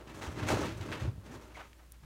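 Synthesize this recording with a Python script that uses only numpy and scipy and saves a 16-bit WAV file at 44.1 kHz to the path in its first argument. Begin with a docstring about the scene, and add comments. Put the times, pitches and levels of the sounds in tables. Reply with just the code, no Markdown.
"""Worn swivel chair on grit

A worn swivel chair is turned by hand in a block-walled coop, heard from close by. Its base scuffs
and grinds over gritty ground in short pushes, while the seat rumbles and thuds as it rocks. The
loose swivel clacks, groans and chirps, bits of grit tick, and a low hum lies under it all."""
import sys
import numpy as np
from scipy import signal
from scipy.fft import rfft, irfft, next_fast_len
from scipy.io import wavfile
from scipy.ndimage import map_coordinates

SR = 44100
rng = np.random.default_rng(int(sys.argv[2]) if len(sys.argv) > 2 else 0)


def master(y):
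    """Save y as 16-bit WAV."""
    cut = np.clip(np.atleast_2d(y).T, -1, 1)
    pcm = np.round(cut * 32767)  # scale
    wavfile.write(sys.argv[1], SR, pcm.astype(np.int16))


N = 90404

# Scuffs of the base. Each row: start, rise and hold in seconds, fade in seconds per 20 dB,
# level in dB, brightness in dB per octave, sizzle in dB above SIZZLE_HZ.
BASE_SCUFFS = [(0.066, 0.01, 0.01, 0.15, -53, 0, -2), (0.137, .015, .025, 0.3, -56.5, 2, 5),
               (.213, .009, 0.027, 0.12, -44.5, .5, 0.5), (0.304, .015, 0.023, 0.7, -55.5, 1, 0),
               (.365, 0.025, 0.042, 0.16, -44.5, -0.5, -2), (.463, .025, .024, .105, -35.8, .7, 2.5),
               (.56, 0.025, 0.031, 0.14, -47.5, 1.5, 3.5), (.618, 0.023, 0.026, 0.14, -45, 3.5, -8),
               (0.764, 0.007, .008, 0.34, -58.5, 2, 5), (.805, .006, 0.011, 0.08, -48, 2.5, -6),
               (0.861, 0.026, .02, 0.13, -55.5, 2, -3), (.916, 0.0056, 0.016, 0.1142, -43, 1.4, -8.5),
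               (0.989, 0.018, 0.025, 0.07, -50, 1, -0.5), (1.238, .015, 0.028, 0.33, -60.5, 0.5, 1),
               (1.306, .012, .04, .04, -55, -0.9, 8), (1.408, .007, .024, .1, -57, -1.8, 8),
               (1.49, .015, .018, .05, -60, -1.5, -5), (1.539, 0.0055, 0.013, 0.21, -56.5, 2.5, -3),
               (1.5655, .004, .032, .08, -49, -1.8, -6.5), (1.781, 0.013, .012, .09, -62, -3, 2),
               (1.926, .012, .012, .05, -67.5, 1.5, -3), (2.024, .012, .022, .09, -60.5, -1.2, -1)]
# Fader rides for the grind and the seat's rumble. Each row: time in seconds, level in dB.
GRIND_LEVEL = [(0, -48), (.045, -56), (.16, -51), (.25, -45.5), (.345, -49.5), (.40, -42), (.46, -45),
               (.505, -31.5), (.57, -36), (.64, -36), (.765, -52), (.84, -45), (.94, -44.5), (.99, -48),
               (1.055, -43.5), (1.15, -63), (1.22, -60.5), (1.355, -48.5), (1.42, -55.5), (1.655, -66.5),
               (1.87, -79)]
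RUMBLE_LEVEL = [(0, -64), (.15, -52.5), (.33, -48), (.41, -38.5), (.48, -42), (.54, -38.5), (.6, -39.5),
                (.68, -38.5), (.76, -47.5), (.82, -43), (.98, -47.5), (1.05, -36.5), (1.13, -45.5),
                (1.24, -53.5), (1.33, -51.5), (1.45, -62.5), (1.95, -76), (2.05, -58)]
# Thuds of the rocking seat. Each row: start in seconds, level in dB, pitch in Hz.
SEAT_THUDS = [(.275, -35.5, 78.3), (.428, -36, 84), (0.509, -31, 107), (.535, -31, 109), (.8, -38, 96),
              (1.044, -34.5, 73.6), (1.074, -25.5, 109.5), (1.178, -43, 100.5), (2.025, -52, 140)]
# Swivel clacks and grit ticks. Each row: start in seconds, level in dB, band centre in Hz.
SWIVEL_CLACKS = [(.218, -45.5, 1300), (.501, -26, 680), (.511, -30, 480), (.530, -30, 520),
                 (0.537, -29, 487), (.622, -30.5, 330), (.645, -32.5, 477), (.917, -40, 1880),
                 (.9245, -37.5, 1710), (.930, -38, 2180), (1.055, -37.5, 297), (1.571, -42.5, 750),
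                 (1.601, -43, 700)]
GRIT_TICKS = [(.812, -49, 5500), (1.731, -50, 2480), (1.9206, -42.5, 9600)]
# Resonances of the chair's frame. Each row: centre in Hz, width in Hz, strength in dB.
FRAME_MODES = [(246, 40, -0.5), (313.7, 45, 5.5), (421.4, 25, -0.5), (544, 50, -2), (756, 42, -1),
               (620, 26, 0), (838, 21, -2.5), (908, 28, 2.5), (958, 29, -1), (1244, 15, -1.5),
               (1360, 25, -0.5), (1685, 35, -6), (2070, 74, -3.5), (2620, 47, 2)]
# EQ curves for the scuffs, grind, rumble and air. Each row: frequency in Hz, gain in dB.
SCUFF_EQ = [(100, -29.5), (300, -6), (700, 1.5), (1500, 1.5), (2800, -4.5), (4000, -8.5), (5000, -13),
            (6200, -10.5), (8000, -17), (10500, -23), (15500, -29)]
GRIND_EQ = [(90, -28.5), (190, -4), (300, -0.5), (500, -3), (750, -10.5), (1200, -9.5), (2200, -18.5),
            (4500, -25.5), (7000, -32), (15000, -52)]
RUMBLE_EQ = [(20, -44), (45, -23.5), (65, -6.5), (85, -4.5), (107, 0.5), (135, -6.5), (190, -11),
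             (400, -30.5), (1500, -69)]
AIR_EQ = [(20, -7.5), (50, 1.5), (110, -3.5), (170, -8.5), (300, -12), (700, -18), (2000, -20.5),
          (5000, -25), (6300, -25), (10500, -27.5), (15500, -30.5)]

SIZZLE_HZ, TOP_HZ = 4800, 15850
GROAN_START_S, GROAN_LENGTH_S, GROAN_HZ, GROAN_RISE_HZ_PER_S, GROAN_DB = 1.24, 0.16, 175.5, 830, -50.5
CHIRP_START_S, CHIRP_LENGTH_S, CHIRP_HZ, CHIRP_SAG_HZ_PER_S, CHIRP_DB = 1.546, 0.022, 2304, 6000, -47
WALL_T60_S, WALL_DB = 0.13, -11.5
HUM_HZ, HUM_DB, HUM_OCTAVE_DB, AIR_DB = 58.8, -56.5, -22, -63.5


def scuffs():
    """Each push drags the base over grit: a burst of slips with its own brightness and sizzle."""
    out, t = np.zeros(N), clock()[:SR // 3]
    jerks = slips(per_second=1500, spread_db=4, smooth_db=0)
    grit = coloured(jerks, lambda hz: eq_gain(SCUFF_EQ, hz) * frame_gain(hz))
    bin_hz = np.fft.rfftfreq(len(t), 1 / SR)
    octaves = np.log2(np.clip(bin_hz, 300, 9000) / 1500)  # the tilt pivots at 1500 Hz
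    high_shelf = 1 - 1 / (1 + (bin_hz / SIZZLE_HZ) ** 6)
    for start, rise, hold, fade, db, brightness, sizzle in BASE_SCUFFS:
        patch = grit[rng.integers(N - len(t)):][:len(t)]
        tone = amp(brightness * octaves + sizzle * high_shelf)
        rub = unit(irfft(rfft(patch) * tone, len(t)))
        out += placed(start, amp(db) * envelope(t, rise, hold, fade) * rub)
    flutter_db = 1.57 * wobble(90)
    return out * amp(flutter_db)


def grinding():
    """Slower, heavier slips under the chair's weight shake the frame."""
    jerks = slips(per_second=450, spread_db=3, smooth_db=-2)
    grind = coloured(jerks, lambda hz: eq_gain(GRIND_EQ, hz) * frame_gain(hz))
    return fader(GRIND_LEVEL) * unit(grind)


def seat():
    """The low end: the seat rumbles with the judder of the base and thuds when it rocks."""
    judder = slips(per_second=200, spread_db=2, smooth_db=-7)
    out = fader(RUMBLE_LEVEL) * unit(coloured(judder, lambda hz: eq_gain(RUMBLE_EQ, hz)))
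    t = clock()[:SR // 4]
    punch = envelope(t, rise=0.0053, hold=0.017, fade=0.025)
    for start, db, hz in SEAT_THUDS:
        out += placed(start, amp(db) * punch * np.sin(2 * np.pi * hz * t))
    return out


def clacks():
    """The loose swivel knocks against its stops as the chair jerks round."""
    return sum(snap(start, db, centre, t60=0.036) for start, db, centre in SWIVEL_CLACKS)


def groan():
    """The dry swivel slips in a faint, rough, rising tone."""
    t = np.clip(clock() - GROAN_START_S, 0, GROAN_LENGTH_S)
    hz = (GROAN_HZ + GROAN_RISE_HZ_PER_S * t) * (1 + 0.132 * wobble(250))
    phase = 2 * np.pi * np.cumsum(hz) / SR
    swell = np.sin(np.pi * t / GROAN_LENGTH_S)
    return amp(GROAN_DB) * swell * (np.sin(phase) + amp(-12) * np.sin(2 * phase))


def chirp():
    """A joint gives one short, rough, falling squeak."""
    t = np.clip(clock() - CHIRP_START_S, 0, CHIRP_LENGTH_S)
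    hz = CHIRP_HZ - CHIRP_SAG_HZ_PER_S * t + 90 * wobble(600)
    swell = np.sin(np.pi * t / CHIRP_LENGTH_S)
    return amp(CHIRP_DB) * swell * np.sin(2 * np.pi * np.cumsum(hz) / SR)


def ticks():
    """Single bits of grit snap, tight and bright."""
    return sum(snap(start, db, centre, t60=0.012) for start, db, centre in GRIT_TICKS)


def walls(x):
    """The block walls answer with a short reverb tail after a 4 ms pre-delay."""
    t = clock()[:SR // 2]
    tail = rng.standard_normal(len(t)) * np.exp(-np.log(1000) * t / WALL_T60_S) * (t > 0.004)
    return signal.fftconvolve(x, tail / np.linalg.norm(tail))[:N]


def background():
    """The bed: a low, slightly wavering hum and faint air."""
    phase = 2 * np.pi * HUM_HZ * clock() + 0.22 * wobble(5.8)
    hum = unit(np.sin(phase) + amp(HUM_OCTAVE_DB) * np.sin(2 * phase))
    waver_db = 0.7 * wobble(7)
    air = unit(coloured(rng.standard_normal(N), lambda hz: eq_gain(AIR_EQ, hz)))
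    return amp(HUM_DB + waver_db) * hum + amp(AIR_DB) * air


def slips(per_second, spread_db, smooth_db):
    """Friction texture: tiny stick-slip jerks of uneven size over smooth sliding noise."""
    jerks = (rng.random(N) < per_second / SR) * rng.choice([-1, 1], N)
    sizes = amp(spread_db * np.clip(rng.standard_normal(N), -1, 1))
    return unit(unit(jerks * sizes) + amp(smooth_db) * rng.standard_normal(N))


def snap(start, db, centre, t60, octaves=0.8):
    """A sharp contact rings the frame in a band around centre Hz, dying 60 dB in t60 seconds."""
    def band(hz):
        bell = 1 / (1 + (np.log2((hz + 1) / centre) / octaves) ** 2)
        return frame_gain(hz) * bell / (1 + (hz / centre / 4) ** 2)  # top rolled off

    t = clock()[:SR // 8]
    ring = unit(coloured(rng.standard_normal(len(t)), band))
    return placed(start, amp(db) * np.exp(-np.log(1000) * t / t60) * ring)


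def frame_gain(hz):
    """The frame's voice: its resonances stand above a flat response."""
    peaks = sum(amp(db) ** 2 / (1 + (2 * (hz - centre) / width) ** 2)
                for centre, width, db in FRAME_MODES)
    return np.sqrt(1 + peaks)


def coloured(x, gain):
    """x through a minimum-phase EQ that follows gain(hz)."""
    size = 8192
    response = np.maximum(gain(np.fft.rfftfreq(size, 1 / SR)), 1e-6)
    cepstrum = irfft(np.log(response), size)
    cepstrum[1:size // 2] *= 2  # folded forward, so nothing rings ahead of a hit
    cepstrum[size // 2 + 1:] = 0
    impulse = irfft(np.exp(rfft(cepstrum)), size)
    return signal.fftconvolve(x, impulse)[:len(x)]


def eq_gain(points, hz):
    """Gain at hz from (Hz, dB) points joined on a log frequency axis."""
    point_hz, db = np.transpose(points)
    return amp(np.interp(np.log(hz + 1), np.log(point_hz + 1), db))


def fader(points):
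    """Gain over time from (seconds, dB) points joined by lines."""
    return amp(np.interp(clock(), *np.transpose(points)))


def envelope(t, rise, hold, fade):
    """A straight rise, a hold, then a drop of 20 dB every fade seconds."""
    return np.clip(t / rise, 0, 1) * 10 ** (-np.maximum(t - rise - hold, 0) / fade)


def wobble(rate):
    """Smooth random modulation with rate knots a second."""
    return map_coordinates(rng.standard_normal(2048), [clock() * rate + 2], mode="wrap")


def placed(start, x):
    """x laid into silence at start seconds."""
    return np.pad(x, (max(round(start * SR), 0), N))[:N]


def amp(db):
    """Decibels to gain."""
    return 10 ** (np.asarray(db) / 20)


def unit(x):
    """x at rms 1."""
    return x / np.sqrt(np.mean(x ** 2) + 1e-20)


def clock():
    """The time of every sample in seconds."""
    return np.arange(N) / SR


def scene():
    """The mono mix: base and swivel feed the wall reverb; ticks, seat and bed stay dry."""
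    chair = scuffs() + grinding() + clacks() + groan() + chirp()
    return (chair + amp(WALL_DB) * walls(chair) + ticks() + seat() + background())[None]


def record(dry):
    """A brick-wall high cut at TOP_HZ."""
    size = next_fast_len(N + SR // 2)
    passband = np.fft.rfftfreq(size, 1 / SR) < TOP_HZ
    return irfft(rfft(dry, size) * passband, size)[..., :N]


dry = scene()
out = record(dry)
master(out)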